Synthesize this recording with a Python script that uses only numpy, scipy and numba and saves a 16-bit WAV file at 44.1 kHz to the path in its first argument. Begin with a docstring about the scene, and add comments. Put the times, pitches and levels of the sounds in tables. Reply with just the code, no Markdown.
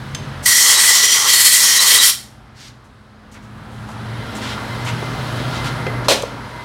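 """In a workshop doorway, street wash and an idling engine's drone lie behind everything; a nozzle clinks on a spoke.
A blow gun leaks a thin hiss, then blows over a wheel: turbulent noise, ringing tube modes and low buffeting.
After release, shoes scuff in noise bursts as the microphone turns into the shop, and feet and wheel knock dully.
Last, the gun drops and bounces as damped modes with cracks, and its fitting chatters. Near sounds ring in the room."""
import sys
import numpy as np
from scipy import signal
from scipy.io import wavfile
from scipy.ndimage import uniform_filter1d
from numba import njit

SR = 44100
rng = np.random.default_rng(int(sys.argv[2]) if len(sys.argv) > 2 else 0)


def master_out(mix):
    """Clip the mix to full scale and print it as 16-bit PCM to the path in sys.argv[1]."""
    frames = np.transpose(np.atleast_2d(mix))
    ceiling = np.clip(frames, -1, 1)
    pcm = np.round(ceiling * 32767).astype(np.int16)
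    wavfile.write(sys.argv[1], SR, pcm)


N = 292824
T = np.arange(N) / SR
SHORT_T = T[:SR // 2]  # half a second, for single events and the room

# background behind the near sounds, for street and engine: start_s, level_db, treble_db (against the level)
BACKGROUND_LEVELS = [(0., -36, -7.5), (.43, -33.5, -10.5), (.6, -47, -8.5), (3.17, -48.5, -10.5),
                     (3.72, -39, -11), (4.38, -30.5, -8), (5.6, -27, -7.5), (6.07, -28, -14),
                     (6.1, -33.5, -4), (6.36, -32.5, -12), (6.64, -35.5, -7.5)]


def undb(db):
    """Gain of a dB value."""
    return 10 ** (np.asarray(db) / 20)


@njit
def svf(x, hz, width):
    """State-variable band-pass with a moving centre, gain 1 there."""
    y, band_state, low_state = np.empty(len(x)), 0., 0.
    for i in range(len(x)):
        g, damping = np.tan(np.pi * hz[i] / SR), width / hz[i]
        v = (band_state + g * (x[i] - low_state)) / (1 + g * (g + damping))
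        band_state = 2 * v - band_state
        low_state += 2 * g * v
        y[i] = damping * v
    return y


def band(hz, width, n=N):
    """Fresh noise through a resonance applied twice; rms 1."""
    hz = np.clip(hz * np.ones(n), 20, .45 * SR)
    once = svf(rng.standard_normal(n), hz, 1. * width)
    twice = svf(once, hz, 1. * width)
    return twice / twice.std()


def walk(rate):
    """Random levels held 1 / rate s and slewed twice; spread near 1."""
    k = int(SR / rate)
    steps = np.repeat(rng.standard_normal(N // k + 1), k)
    return 1.75 * uniform_filter1d(uniform_filter1d(steps, k), k)[:N]


def columns(rows):
    """Curve rows joined by straight lines in time."""
    s, *cols = np.transpose(rows)
    return [np.interp(T, s, c) for c in cols]


def add(out, s, x):
    """Mix x into out from time s on."""
    i = int(s * SR)
    out[i:i + len(x)] += x[:len(out) - i]


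def ring(modes, soft_db=0):
    """One blow into damped modes (Hz, dB, t60 s); a soft blow wakes the high ones less."""
    total = np.zeros(len(SHORT_T))
    for k, (hz, db, t60) in enumerate(modes):
        decay = undb(db - soft_db * np.log2(hz / 500) - 60 * SHORT_T / t60)
        sign = (-1) ** k
        total += sign * decay * np.sin(2 * np.pi * hz * SHORT_T + rng.uniform(0, .3))
    return total / 2


def burst(rise, hold, t60, hz, width, grit_db=1.0):
    """Noise roughened by grains of grit; it rises, holds and dies away."""
    fall = undb(-60 * np.maximum(SHORT_T - rise - hold, 0) / t60)
    shape = np.clip(SHORT_T / rise, 0, 1) * fall
    grain_db = grit_db * np.repeat(rng.standard_normal(len(SHORT_T) // 70), 70)  # 70 samples a grain
    grit = undb(grain_db)
    return shape * grit / np.sqrt(np.mean(grit ** 2)) * band(hz, width, len(SHORT_T))


def hum(hz, width, clean):
    """A tone with a rough halo of noise; clean is the tone's share of the power."""
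    clean = np.clip(clean, 0, 1)
    tone = np.sqrt(2 * clean) * np.sin(2 * np.pi * np.cumsum(hz) / SR)
    return tone + np.sqrt(1 - clean) * band(hz, width)


def indoors():
    """0 while the microphone faces the street, rising over a second to 1 once it has turned into the shop."""
    turned_s = 4.56
    return np.clip(T - turned_s + 1, 0, 1)


def street():
    """Traffic wash in third-octave noise bands that flicker alone, with a few narrow bands standing out."""
    # spectrum of the wash: centre_hz, density_db (per Hz, relative)
    street_colour = [(150, -26), (250, -5.5), (308, -13), (772, -13.5), (934, -13), (1370, -13),
                     (1490, -14), (2000, -20), (2470, -23), (3370, -21), (4150, -23), (6630, -36.5),
                     (9880, -36.5), (15800, -50.5)]
    # narrow bands, stronger indoors: centre_hz, width_hz, level_db (relative)
    shop_tones = [(950, 60, -13), (1390, 40, -13), (2060, 40, -13)]
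    level_db, treble_db = columns(BACKGROUND_LEVELS)
    hz_points, db_points = np.transpose(street_colour)
    centres = 250 * 2 ** (np.arange(19) / 3)
    # a wider band gathers more power from the same density
    weight_db = np.interp(np.log(centres), np.log(hz_points), db_points) + 10 * np.log10(centres)
    bands = np.array([undb(db + 0.72 * walk(7.7)) * band(hz, hz / 3) for hz, db in zip(centres, weight_db)])
    low, high = bands[:10].sum(axis=0), bands[10:].sum(axis=0)  # the high part starts near 2.5 kHz
    tones = sum(undb(db - 2 + 2.5 * walk(6)) * band(hz, width) for hz, width, db in shop_tones)
    tones = np.maximum(indoors(), .2) * tones
    return undb(level_db) * (low / low.std() + tones + undb(treble_db) * high / high.std())


def engine():
    """An idling engine: a low drone with a noise halo, a second one above it and deep rumble."""
    # drone: start_s, pitch_hz, level_db, upper_level_db (both levels against the background)
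    drone_curve = [(0., 134, 5.5, -0.5), (.4, 138, -1, -9.5), (.7, 119, -4, -2), (1.87, 124, -3, -1.3),
                   (2.73, 121, 1, -5.5), (3.1, 118, -3, -0.3), (3.79, 115, 3, -2), (4.2, 116, 3, -4),
                   (4.28, 116, -4, -6), (4.62, 116, -3, -5), (4.85, 120.5, 3.5, -11.5),
                   (5.69, 122.5, 1, -12), (6.05, 120.5, 3.5, -8.5), (6.11, 119, -4, -7.5),
                   (6.64, 122, -4, -13)]
    inside = indoors()
    hz, drone_db, upper_db = columns(drone_curve)
    clean = .68 + (.8 - .68) * inside  # the drone is purer indoors
    # the rumble loses 5 dB as the microphone turns into the shop
    rumble = undb(-4.5 - 5 * inside) * (band(52, 33) + band(93, 30.45))
    upper = undb(upper_db) * hum(212 * (1 + .008 * walk(2)), 40, .8)
    drone = undb(drone_db) * (hum(hz, 35, clean) + undb(-8.5) * band(153.4, 32))
    return undb(columns(BACKGROUND_LEVELS)[0]) * (drone + upper + rumble)


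def shoe_scuffs():
    """Soles rub over the floor: gritty noise bursts, each with a lower body from the sole."""
    # scuffs: start_s, rise_s, hold_s, level_db, centre_hz (the two parts lie below this)
    scuffs = [(2.54, 0.072, .073, -43, 4550), (2.838, .008, 0.018, -61.5, 6500),
              (3.312, .01, 0.028, -49.5, 6820), (3.335, .015, .02, -44, 1900),
              (3.42, .01, .02, -57.5, 6000), (3.69, .03, .12, -59, 8000), (3.872, .015, .04, -51, 6500),
              (4.348, .005, 0.023, -39.5, 6950), (4.409, .015, 0.11, -31.5, 3300),
              (4.843, 0.008, .043, -39, 7000), (4.859, .01, .033, -28, 2310),
              (5.354, .004, .015, -48, 8500), (5.495, 0.054, .029, -34.5, 4100),
              (5.628, .014, 0.029, -41.5, 8500), (5.64, 0.0063, 0.035, -31, 3500),
              (6.039, .009, 0.012, -37.5, 4200)]
    t60_s, relative_width, body_db = .12, 1.1, -4
    out = np.zeros(N)
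    for s, rise, hold, db, hz in scuffs:
        for share, part_db in ((0.93, 0), (0.39, body_db)):
            centre = share * hz
            rub = burst(rise, hold, t60_s, centre, relative_width * centre, grit_db=1.5)
            add(out, s, undb(db + part_db) * rub)
    return out


def knocks():
    """Feet and wheel knock dully: a short noise thud, a damped tone at its pitch and a click on top."""
    # knocks: start_s, thud_level_db, pitch_hz, click_level_db
    knock_list = [(3.888, -33, 950, -55), (3.965, -35, 1000, -55), (4.35, -32, 400, -50),
                  (4.578, -28, 1150, -50), (5.025, -25, 450, -45), (5.4, -22, 290, -28),
                  (5.866, -21, 420, -23)]
    t60_s = .08
    out = np.zeros(N)
    for s, db, hz, click_db in knock_list:
        thud = undb(db) * burst(.001, .004, t60_s, hz, .7 * hz)
        click = undb(click_db) * burst(.0005, .002, .02, 2000, 2200)
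        tone = undb(db + 9) * ring([(hz, 0, t60_s / 3)])
        add(out, s, thud + click + tone)
    return out


def spoke_clink():
    """The nozzle touches a spoke: damped metal modes and a short burst of contact noise."""
    # spoke modes: pitch_hz, level_db (relative), t60_s
    spoke_modes = [(1750, -10.5, .03), (2710, -12, .06), (3080, -7, 0.13), (4670, -9.5, 0.019),
                   (6150, -7, 0.11), (6340, 0, 0.059)]
    clink_s, clink_db = .148, -17.5
    out = np.zeros(N)
    contact = 0.7 * burst(0.00057, 0.0015, 0.026, 3100, 5300)
    add(out, clink_s, undb(clink_db) * (ring(spoke_modes) + contact))
    return out


def dropped_gun():
    """The gun hits the floor and bounces: each blow rings its damped modes and cracks; its fitting rattles."""
    # blows: start_s, blow_db (gain on the modes), softness_db (lost per octave above 500 Hz), crack_db
    blows = [(6.084, -6, -1.5, -13), (6.102, -20, 16, -30), (6.116, -5, 21, -28), (6.137, -13, 12, -33),
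             (6.223, -24, 7, -23.5), (6.2335, -6.5, 12, -38)]
    # gun modes: pitch_hz, level_db (relative), t60_s
    gun_modes = [(467, -4, 0.073), (560, -3, 0.085), (650, 0, 0.024), (780, -3, 0.022), (1000, 10, 0.014),
                 (1430, -1, 0.026), (4220, -2, 0.042)]
    out = np.zeros(N)
    for s, blow_db, soft_db, crack_db in blows:
        add(out, s, undb(blow_db) * ring(gun_modes, soft_db))
        add(out, s, undb(crack_db) * burst(0.00027, 0.00079, 0.017, 3700, 7000))
    # nozzle and hose fitting chatter on the floor after the first blow
    rattle_db, hold_s = -13.5, 0.033
    bright = burst(0.0031, hold_s, 0.2, 3450, 6100)
    dull = 0.76 * burst(0.0033, hold_s, 0.27, 560, 620)
    add(out, blows[0][0], undb(rattle_db) * (bright + dull))
    return out


def air_jet():
    """Turbulence that flutters band by band, the tube modes it excites, and low buffeting on the tyre."""
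    # flow: start_s, level_db (all parts together), nearness (nozzle to tyre, 0-1)
    flow = [(.462, -11.5, 0.12), (.6, -10, 0.31), (.72, -10, 0.5), (.77, -10, 0.62), (.86, -11, 0.38),
            (1.03, -11, 0.73), (1.15, -11.5, .6), (1.27, -17, 0.76), (1.295, -10, 0.48), (1.5, -10.5, 0),
            (1.66, -11.5, 0.48), (1.88, -10.5, 0.4), (2.01, -9.5, .5), (2.05, -10, .15), (2.1, -12, .3)]
    # broad turbulence between the modes: centre_hz, level_db (relative)
    turbulence = [(1500, -21.5), (2300, -18), (3300, -14), (4400, -9.5)]
    # higher tube modes: pitch_hz, width_hz, level_db (relative)
    high_modes = [(5660, 340, -16), (6700, 75, -21.5)]
    # main tube modes: pitch_hz, width_hz, level_db (relative, nozzle far off), gain_db (close in), flicker_db
    main_modes = [(1950, 210, -9.5, 1.5, .7), (3173, 340, -16, 8, 2), (4334, 340, -12, -0.5, 1.8)]
    # the jet grazes an edge and whistles: centre_s, half_length_s, whistle_level_db (relative)
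    grazes = [(0.77, 0.027, -4.5), (1.795, 0.015, 5), (1.998, 0.021, 4.5)]
    level_db, near = columns(flow)

    graze_shapes = [(np.exp(-((T - s) / half) ** 2), db) for s, half, db in grazes]
    rest_db = -22  # whistle between grazes
    whistle_db = rest_db + sum(shape * (db - rest_db) for shape, db in graze_shapes)
    grazing = sum(shape for shape, _ in graze_shapes)

    # close in, the treble dulls and the buffeting grows; a graze does both as well
    treble_db = -4 - 7.5 * near - 3.5 * grazing
    buffet_db = -24 + 11.5 * near
    # the nozzle swings away from the tyre: its main modes drop, the treble opens
    away_s, away_loss_db, away_treble_db = 2.04, 7, 2.1
    away = np.clip((T - away_s) / .015, 0, 1)
    treble_db = treble_db + away_treble_db * away

    parts = [(db + 0.81 * walk(20), band(hz, 0.43 * hz)) for hz, db in turbulence]
    # sizzle: patches of treble flare alone
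    parts += [(-9.5 + 1.3 * walk(18), band(hz, 1600)) for hz in (5300, 6300, 7300, 8400)]
    for hz, width, db in high_modes:
        parts.append((db + 3 * walk(9.21), band(hz * (1 + .015 * walk(5.4)), width)))
    sag_db = [2 * (T - 1), 0, 0]  # the first main mode sags 2 dB per second
    for (hz, width, db, gain_db, flicker_db), sag in zip(main_modes, sag_db):
        mode_db = db + gain_db * near - sag - away_loss_db * away + flicker_db * walk(13.97)
        parts.append((mode_db, band(hz * (1 + 0.003 * walk(7.4)), width)))
    parts.append((whistle_db, band(3892, 240)))
    parts += [(treble_db, band(10300, 6700)), (treble_db - 8, band(14000, 7000))]
    parts.append((buffet_db + 4 * grazing + 1.9 * walk(25), band(1110, 530)))
    parts.append((buffet_db - 9.0, band(450, 500)))

    # the flow sets the total power; the parts share it
    total_power = sum(undb(2 * db) for db, _ in parts)
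    hiss = sum(undb(db) * noise for db, noise in parts) / np.sqrt(total_power)
    opening = np.clip((T - flow[0][0]) / 0.007 + 1, 0, 1)
    emptying = undb(-60 * np.maximum(T - flow[-1][0], 0) / 0.14)  # the hose empties after release
    hiss *= undb(level_db + 1.04 * walk(60.17)) * opening * emptying
    # thin hiss as the trigger starts to give
    leak_s, leak_db = .424, -26
    add(hiss, leak_s, undb(leak_db) * burst(.03, .008, .02, 7000, 9000))
    return hiss


def room(near):
    """The small shop's echo: noise that dies away, faster in the treble, convolved with the near sounds."""
    t60_s, treble_t60_s, split_hz, level_db = 0.39, .25, 6000, -9
    noise = rng.standard_normal(len(SHORT_T))
    low = signal.sosfilt(signal.butter(1, split_hz, fs=SR, output="sos"), noise)
    tail = low * undb(-60 * SHORT_T / t60_s) + (noise - low) * undb(-60 * SHORT_T / treble_t60_s)
    echo = tail * np.clip(SHORT_T / 0.0066, 0, 1)
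    return undb(level_db) * signal.fftconvolve(near, echo / np.sqrt(np.sum(echo ** 2)))[:N]


def scene():
    """Near sources ring in the small shop; street and engine come in as they are, on two equal channels."""
    near = shoe_scuffs() + knocks() + spoke_clink() + dropped_gun() + air_jet()
    return np.tile(street() + engine() + near + room(near), (2, 1))


def record(dry):
    """The microphone drops the deepest bass, the loudest peaks are rounded off and the top is cut."""
    top_hz = 15880
    dry = signal.sosfilt(signal.butter(3, 40, "high", fs=SR, output="sos"), dry)
    rounded = dry / (1 + np.abs(dry / .95) ** 6) ** (1 / 6)
    return signal.sosfilt(signal.ellip(10, .2, 70, top_hz, fs=SR, output="sos"), rounded)


dry = scene()
out = record(dry)
master_out(out)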